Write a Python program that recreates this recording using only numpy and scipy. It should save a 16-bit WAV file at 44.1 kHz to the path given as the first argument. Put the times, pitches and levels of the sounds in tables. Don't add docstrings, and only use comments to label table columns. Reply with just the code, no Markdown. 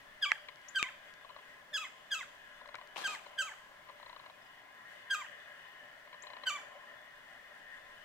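import sys
import numpy as np
from scipy import signal
from scipy.fft import rfft, irfft, next_fast_len
from scipy.io import wavfile
from scipy.ndimage import uniform_filter1d

SR = 44100
rng = np.random.default_rng(int(sys.argv[2]) if len(sys.argv) > 2 else 0)


def rack_gain(trim_db):
    fader = np.asarray(trim_db, float)
    return 10 ** (fader / 20)


def output_pcm(signal):
    pcm = np.clip(np.atleast_2d(signal).T, -1, 1) * 32767
    wavfile.write(sys.argv[1], SR, np.round(pcm).astype(np.int16))


N = 354608
TIME = np.arange(N) / SR
WIDE = next_fast_len(N)
BINS_HZ = np.arange(WIDE // 2 + 1) * SR / WIDE
SIDES = np.array([[.5], [-.5]])
LONGEST, LAG = 9000, 5

# f/Hz, level/dB per Hz
AIR = [(25, -93), (60, -103), (130, -98.5), (300, -101), (600, -97.5), (1500, -96.5), (3500, -104),
       (5000, -109), (9000, -116), (16000, -119)]
# f/Hz, share
ALIKE = [(60, 0.61), (130, 0.9), (300, 0.18), (1400, 0.07), (3000, 0.018), (16000, 0.03)]
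FRAME_HZ = 30 / 1.001
WHINE_HZ, WHINE_DB = 14795, -83

# f/Hz, width/Hz, level/dB
BODY = [
    [(250, 52, -16), (428, 44, -16), (589, 37, -1.5), (767, 160, -3.5), (1034, 34, -0.5), (1410, 210, -3)],
    [(1657, 77, -1), (1780, 92, -1), (1893, 205, 1), (2128, 200, -4.5)],
    [(2484, 28, -5), (2975, 130, 2), (3354, 40, -5), (3475, 99, -6)],
]
BODY_DB, BODY_SHARES = (-64.5, -61.5, -68.5), (0.28, 0.32, 0.63)
# t/s, level/dB
LOAD = [(0, -3), (.6, 1), (1.2, 1.5), (1.6, -2), (2.4, 2.5), (2.6, 4), (3.3, -3), (3.65, -5.5), (4.1, 0),
        (4.7, -1.5), (5.5, 7), (6.0, -1.5), (6.45, 7), (6.8, 2), (7.3, -1), (8.04, 1.5)]
# t/s, half length/s, level/dB
DRAGS = [
    (3.25, 0.39, 5),
    (6.61, 0.39, 5),
]
# f/Hz, width/Hz, level/dB
ZOOM = (1835, 220, -59.5)
ZOOM_S = 4.75

# high f/Hz, its length/s, low f/Hz, its length/s, f it sags to/Hz
NOTES = [(1631, .040, 1150, .052, 1070), (1552, .047, 1205, .042, 1200), (1690, .046, 1275, 0.061, 1230),
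         (1623, .042, 1290, .056, 1164), (1612, .042, 1230, .070, 1100), (1594, .047, 1280, .062, 1150),
         (1624, .051, 1210, .068, 1150), (1533, .044, 1160, .068, 1140)]
# t/s, high note level/dB, low note level/dB,
# 2nd partial as the beak closes/dB, higher partials/dB
CALLS = [(.212, -33.5, -43, 2, -24), (0.745, -31, -39.5, -13, -23), (1.726, -37, -43, 0, -15),
         (2.103, -34.5, -44, -3, -14), (3.033, -33, -45, -7, -16.5), (3.375, -30.5, -44, -14.5, -16.5),
         (5.096, -29, -42, -22, -19), (6.455, -32.5, -43, -3, -17)]
# 2nd partial as the beak opens/dB, 2nd partial in the low note/dB,
# f where the last fall lingers/Hz, for how long/s
MANNERS = [(3, 5, 860, .036), (1.5, 1, 1020, .03), (3.5, 2, 1030, 0.0098), (1, 2.5, 900, 0.0018),
           (-6.5, 0, 830, 0.0088), (0, -5.5, 850, 0.0142), (-3, -5, 900, 0.0097), (1.5, 0, 800, 0.011)]
BOWS = (.05, .04, .03, .02, .1, .16, .17, .1)
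BEAK_DB = (-3, 3, -3, 0.5, -7, 2.5, 4.5)
# f/Hz, level/dB
THROAT = [(2500, 24), (4000, -13.5), (5500, -7.5), (7000, 0.5), (8000, -5), (8600, -23), (11500, -18),
          (15500, -26)]
BREAK_S, FALL_HZ_PER_S, REST_HZ, DYING_S = .012, 13000, 624, 0.047
CATCH_S, ATTACK_S = 0.0089, 0.023
SILENT_DB, CATCH_DB, SWELL_DB, FADE_DB, DIE_DB = -23, -9, -1, -5.5, -14.5
OPEN_S, SHUT_DB = .0125, -9
BOW_AT, LOW_BOW = .72, .03
HOOK, HOOK_AT_S, HOOK_S = .085, .008, .0045
PUFF_S, PUFF_DB = .013, 13
SLACK_HZ, SLACK_DB_PER_HZ = 1145, 0.0617
THIRD_DB, THIRD_SHARE, UPPER_SHARE, STRAIN_DB, SLACK_LIFT_DB = -11.5, 0.95, 0.11, 6.5, 2.5
DIP_HZ, DIP_WIDTH_HZ, DIP_DB = 1400, 72, -13.5

# delay/s, left level/dB, right level/dB
TRUNKS = [(.006, -25, -7), (.013, -16.5, -33.5), (.024, -15, -38), (.048, -19, -15), (.075, -41, -43)]
WOOD_DB, WOOD_T60_S, FAR_DB, FAR_T60_S = -7.5, 0.29, -17.5, 0.98
SCATTER_HZ = 2180

# t/s, ring f/Hz, width/Hz, left level/dB, right level/dB
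SNAPS = [(.3179, 2100, 700, -60, -8), (.3183, 2100, 700, -19, -60), (.3194, 1500, 650, -15, -30),
         (.3219, 1700, 800, -23, -26), (.3183, 5200, 2500, -28, -26), (.828, 2300, 1500, -11, -40),
         (.8284, 2600, 700, -25, -26), (.8281, 6500, 4000, -20, -38), (.828, 400, 400, -33, -46)]
# t/s, peak level/dB, left minus right/dB
TICKS = [(0.5324, -71, -4), (0.559, -47.5, 19), (0.617, -50, 9), (0.628, -58, -1), (1.1393, -44, 14),
         (2.677, -45, -7), (2.7546, -36, -10), (2.8744, -44, 10), (6.0744, -63, 1.5)]
# t/s, peak level/dB, f/Hz
SCUFFS = [(2.745, -37, 1400), (2.747, -47, 950), (2.755, -40, 1500), (2.96, -35.5, 2540), (2.963, -44, 685),
          (2.963, -38.5, 925), (2.968, -31, 2740)]
# t/s, level/dB
RUB = [(2.954, -68), (2.961, -49), (2.975, -42), (2.99, -45), (3.03, -46), (3.1, -46), (3.15, -48),
       (3.175, -61), (3.3, -66)]
# f/Hz, level/dB per Hz
RUB_COLOUR = [(88, -42), (150, -19.5), (598, -10.5), (801, -3), (1010, -3), (1930, -11), (4040, -9),
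              (4370, -13.5), (14100, -32.5), (15800, -43)]

# t/s, peak level/dB, middle ring level/dB
STEPS = [(0.486, -46, 3), (1.247, -47.5, -13), (1.292, -47.5, -6), (1.303, -48, -15), (1.363, -45, -12),
         (1.389, -53, -7), (2.613, -48.5, -16), (2.657, -47.5, -7), (2.689, -44, -7.5), (2.743, -40, -3),
         (2.754, -56, 11), (2.785, -46.5, -8), (2.813, -43, -12), (2.842, -56, -20), (3.263, -44.5, -8),
         (3.887, -48, -5), (3.896, -46, -10), (3.999, -48.5, -12), (4.239, -51, -14), (4.261, -47, -6.5),
         (4.298, -47.5, -10), (6.074, -55, 0), (6.129, -46.5, -2), (6.142, -47, -8)]
# first t/s, last t/s, first level/dB, last level/dB, middle ring level/dB
RUNS = [
    (4.028, 4.196, -46.5, -47, -11),
    (6.236, 6.367, -49, -45.5, -5),
    (6.436, 6.468, -43.5, -43, -4),
]
# f/Hz, width/Hz, level/dB
STEP_RINGS = [(1023, 200, -1), (620, 220, -8.5), (2074, 370, 2), (3020, 440, 4), (4000, 330, 8)]
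UPPER_RING_DB, UPPER_FOLLOWS, RUN_BITE_DB, STEP_PAN_DB = -16, .4, 6, 7.5

# t/s, from f/Hz, to f/Hz, level/dB, left minus right/dB
CHIPS = [
    (.683, 5450, 7200, -48.5, 14),
    (6.221, 5750, 7540, -52.5, 14.5),
    (4.42, 4900, 5300, -71, 16),
    (4.462, 5200, 4850, -69, 10),
]
CHIP_S, CHIP_RISE_S, CHIP_ATTACK_S, CHIP_FADE_DB_PER_S = 0.018, 0.0057, 0.0023, 500


def curve(rows, t=TIME):
    s, *columns = np.transpose(rows)
    return [np.interp(t, s, c) for c in columns]


def colour(points, hz):
    f, v = np.transpose(points)
    return np.interp(np.log(np.maximum(hz, 1)), np.log(f), v)


def ring(x, hz, width):
    return signal.lfilter(*signal.iirpeak(hz, hz / width, SR), x)


def unit(x):
    return x / np.sqrt(np.mean(x ** 2))


def walk(rate, size=N):
    place = np.arange(size) * rate / SR
    levels = rng.standard_normal(int(size / SR * 400) + 2)
    k = place.astype(int)
    blend = np.sin(np.pi / 2 * (place - k)) ** 2
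    return 1.63 * (levels[k] + (levels[k + 1] - levels[k]) * blend)


def mingle(alike, shared, left, right):
    return np.sqrt(alike) * shared + np.sqrt(1 - alike) * np.array([left, right])


def pair(alike):
    shared, left, right = rng.standard_normal((3, N))
    return mingle(alike, np.array([shared, np.roll(shared, LAG)]), left, right)


def add(out, s, sound):
    i = int(s * SR)
    out[:, i:i + sound.shape[-1]] += sound


def air():
    shared, left, right = rfft(rng.standard_normal((3, WIDE)))
    alike = np.clip(colour(ALIKE, BINS_HZ), 0, 1)
    sound = mingle(alike, shared, left, right) * rack_gain(colour(AIR, BINS_HZ)) * np.sqrt(SR / 2)
    bass_share = 1 / (1 + (BINS_HZ / 70) ** 4)
    bass = irfft(sound * bass_share, WIDE)[:, :N]
    rest = irfft(sound * (1 - bass_share), WIDE)[:, :N]
    return bass * rack_gain(2 * walk(1.514)) + rest * rack_gain(0.4 * walk(3.04))


def whine():
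    frames = TIME * FRAME_HZ - .13
    reading = uniform_filter1d((frames % 1 < .48) * (-1.) ** np.floor(frames), size=90)
    return rack_gain(WHINE_DB + 1.6 * walk(20) + SIDES * 2) * reading * np.sin(2 * np.pi * WHINE_HZ * TIME)


def whirr():
    out, load = 0, curve(LOAD)[0]
    drag = sum(db * np.exp(-((TIME - s) / half) ** 2) for s, half, db in DRAGS)
    extras, pans_db, likeness = (drag, 0, 0), (4.5, 4.1, 6.1), (.55, .6, .3)
    for modes, db, share, more, pan_db, alike in zip(BODY, BODY_DB, BODY_SHARES, extras, pans_db, likeness):
        noise, group = pair(alike), 0
        for k, (hz, width, mode_db) in enumerate(modes):
            group = group + rack_gain(mode_db + 1.57 * walk(12)) * unit(ring(noise, hz, width)) * (-1) ** k
        out = out + unit(group) * rack_gain(db + share * load + more + 2.0 + SIDES * pan_db)
    hz, width, db = ZOOM
    db = db + 1.7 * walk(12)
    second_motor = unit(ring(ring(pair(0.69), hz, width), hz, width))
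    return out + (TIME > ZOOM_S) * rack_gain(db + SIDES * 5.0) * second_motor


def cry(age, notes, call, manner, bow):
    high_hz, snap, low_hz, low_s, sag_hz = notes
    _, high_db, low_db, closed_db, bright_db = call
    open_db, low_beak_db, linger_hz, linger_s = manner
    before, after, fall = snap - BREAK_S, snap + BREAK_S, snap + low_s
    linger = fall + (sag_hz - linger_hz) / FALL_HZ_PER_S
    end = fall + DYING_S + linger_s
    high = high_hz * (1 - bow * (np.maximum(age, OPEN_S) / before / BOW_AT - 1) ** 2)
    run = np.clip((age - after) / (fall - after), 0, 1)
    low = low_hz * (1 + LOW_BOW * np.sin(np.pi * run)) + (sag_hz - low_hz) * run ** 2
    falling_s = np.maximum(age - fall, 0) - np.clip(age - linger, 0, linger_s)
    low = np.maximum(low - FALL_HZ_PER_S * falling_s, REST_HZ)
    broken = np.sin(np.pi / 2 * np.clip((age - before) / (after - before), 0, 1)) ** 2
    hz = high + (low - high) * broken
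    effort = np.interp(age, [0, CATCH_S, ATTACK_S, before, after, fall, end],
                       [high_db + SILENT_DB, high_db + CATCH_DB, high_db + SWELL_DB, high_db,
                        low_db, low_db + FADE_DB, low_db + FADE_DB + DIE_DB])
    beak_db = np.insert(BEAK_DB, 2, closed_db) + [0, open_db, 0, 0, low_beak_db, low_beak_db, low_beak_db, 0]
    beak = np.interp(age, [OPEN_S, OPEN_S + 0.0022, before, snap, after, (after + fall) / 2, fall, end], beak_db)
    strain = STRAIN_DB * np.exp(-((age - snap) / BREAK_S) ** 2) + SLACK_LIFT_DB * broken
    shut = SHUT_DB * np.clip((OPEN_S - age) / HOOK_S * 2, 0, 1)
    first = effort + DIP_DB * np.exp(-((hz - DIP_HZ) / DIP_WIDTH_HZ) ** 2)
    third = effort + THIRD_DB + THIRD_SHARE * beak + shut
    upper = effort + bright_db + UPPER_SHARE * beak + strain + shut
    return hz, first, effort + beak, third, upper


def woodpecker():
    out = np.zeros((2, N))
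    for notes, call, manner, bow in zip(NOTES, CALLS, MANNERS, BOWS):
        tremble = 0.00846 * walk(296.8, size=LONGEST)
        flutter = np.array([[walk(110, size=LONGEST) for _ in range(12)] for _ in range(2)])
        air_noise = rng.standard_normal((2, LONGEST))
        fall = notes[1] + notes[3]
        size = min(int((fall + DYING_S + manner[3]) * SR), LONGEST)
        t = TIME[int(call[0] * SR):][:size]
        age = t - t[0]
        hz, first, second, third, upper = cry(age, notes, call, manner, bow)
        sharp = HOOK * np.exp(-((age - HOOK_AT_S) / HOOK_S) ** 2)
        shake = tremble[:len(t)] * (0.74 + 60 * np.maximum(age - fall + 0.017, 0))
        phase = 2 * np.pi * np.cumsum(hz * (1 + sharp + shake)) / SR
        slack_db = SLACK_DB_PER_HZ * np.maximum(SLACK_HZ - hz, 0)
        overtones = [upper - .3 * slack_db + colour(THROAT, k * hz) for k in range(4, 13)]
        levels = [first - 0.32 * slack_db, second - 0.053 * slack_db, third - 0.11 * slack_db] + overtones
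        depth_db = 0.59 + 26 * age
        tone = 0
        for k, (db, both, apart) in enumerate(zip(levels, *flutter[..., :len(t)]), 1):
            level = rack_gain(db + depth_db * min(k / 2, 1) * both + SIDES * 0.7 * min(k, 6) * apart)
            tone = tone + level * np.sin(k * (phase - SIDES * 0.22) + k * k)
        puff_db = PUFF_DB * np.exp(-((age - PUFF_S) / HOOK_S) ** 2)
        effort_db = np.maximum(second, first) + puff_db + 0.37 * slack_db
        rasp = ring(air_noise, 2500, 2600) + rack_gain(-15) * ring(air_noise, 6600, 3500) + rack_gain(-27) * air_noise
        rasp = rack_gain(effort_db - 18) * rasp[:, :len(t)] * (1 + 0.34 * np.cos(phase))
        add(out, t[0], (np.sqrt(2) * tone + rasp) * signal.windows.tukey(len(t), .06))
    return out


def woodland(x):
    t = TIME[:SR]
    near = rack_gain(WOOD_DB - 60 * t / WOOD_T60_S) / np.sqrt(WOOD_T60_S)
    far = rack_gain(FAR_DB - 60 * t / FAR_T60_S) / np.sqrt(FAR_T60_S)
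    reply = rng.standard_normal((2, SR)) * (near + far) * np.sqrt(2 * np.log(1000) / SR)
    reply *= np.clip(t / .015, 0, 1)
    for s, left_db, right_db in TRUNKS:
        bark = unit(rng.standard_normal((2, 36))) / 6
        add(reply, s, bark * rack_gain(np.array([[left_db], [right_db]])))
    reply = signal.lfilter(*signal.butter(1, SCATTER_HZ, "high", fs=SR), reply)
    reply[:, 0] = 1
    return signal.oaconvolve(x, reply[:, :SR * 2 // 3], axes=1)[:, :N]


def blip(hz, width):
    t = TIME[:600]
    wave = np.sin(2 * np.pi * hz * t) * t * np.exp(-2 * np.pi * width * t)
    return wave / abs(wave).max()


def casing():
    out = np.zeros((2, N))
    for s, hz, width, left_db, right_db in SNAPS:
        add(out, s, -rack_gain(np.array([[left_db], [right_db]])) * blip(hz, width / 2))
    for s, db, pan_db in TICKS:
        add(out, s, rack_gain(db + SIDES * pan_db) * blip(4000, 2600))
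    for s, db, hz in SCUFFS:
        add(out, s, rack_gain(db - 2.5 + SIDES * 17) * blip(hz, 0.18 * hz))
    fibres = pair(.15) * rack_gain(1.5 * walk(380))
    slide = irfft(rfft(fibres, WIDE) * rack_gain(colour(RUB_COLOUR, BINS_HZ)), WIDE)[:, :N]
    on = (TIME > RUB[0][0]) & (TIME < RUB[-1][0])
    return out + on * unit(slide) * rack_gain(curve(RUB)[0] + SIDES * 5)


def focus():
    out, t = np.zeros((2, N)), TIME[:LONGEST // 4]
    steps = [(s, db, middle_db, 0) for s, db, middle_db in STEPS]
    for first, last, first_db, last_db, middle_db in RUNS:
        count = round((last - first) * FRAME_HZ) + 1
        run = np.linspace((first, first_db), (last, last_db), count)
        steps += [(s, db, middle_db, RUN_BITE_DB) for s, db in run]
    swell = np.exp(-t / .004) * (1 - np.exp(-t / 0.0018))
    rattles = rng.standard_normal((len(steps), len(t))) * swell
    chances = rng.standard_normal((len(steps), 3))
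    for (s, db, middle_db, bite_db), rattle, chance in zip(steps, rattles, chances):
        upper_db = UPPER_RING_DB + UPPER_FOLLOWS * middle_db + bite_db + 1.5 * chance[0]
        shares = (0, 0, middle_db, (middle_db + upper_db) / 2, upper_db)
        knock = 0
        for (hz, width, ring_db), more in zip(STEP_RINGS, shares):
            rung = ring(ring(rattle, hz, width), hz, width)
            knock = knock + rack_gain(ring_db + more) * rung / abs(rung).max()
        pan_db = STEP_PAN_DB + 0.61 * chance[1]
        db = db + 1.1 * chance[2]
        add(out, s - .002, rack_gain(db + 1.5 + SIDES * pan_db) * np.array([knock, np.roll(knock, LAG)]))
    return out


def small_bird():
    out, age = np.zeros((2, N)), TIME[:int(CHIP_S * SR)]
    attack = np.minimum(age / CHIP_ATTACK_S, 1) ** 2
    shape = attack * rack_gain(-CHIP_FADE_DB_PER_S * age) * np.minimum((CHIP_S - age) / 0.0046, 1)
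    for s, from_hz, to_hz, db, pan_db in CHIPS:
        hz = to_hz + (from_hz - to_hz) * np.exp(-(age / CHIP_RISE_S) ** 1.8)
        whistle = np.sin(2 * np.pi * np.cumsum(hz) / SR)
        add(out, s, np.sqrt(2) * rack_gain(db - 0.5 + SIDES * pan_db) * shape * whistle)
    return out


def scene():
    chips = small_bird()
    birds = woodland(woodpecker() + 0.4 * chips) + 0.53 * chips
    return birds + whirr() + focus() + casing() + air() + whine()


def top_cut(x):
    return signal.sosfilt(signal.butter(12, 16470, fs=SR, output="sos"), x)


def record(dry):
    low_pass = signal.ellip(10, .2, 45, 15800, fs=SR, output="sos")
    mix = signal.sosfilt(low_pass, dry)
    return top_cut(mix)


dry = scene()
out = record(dry)
output_pcm(out)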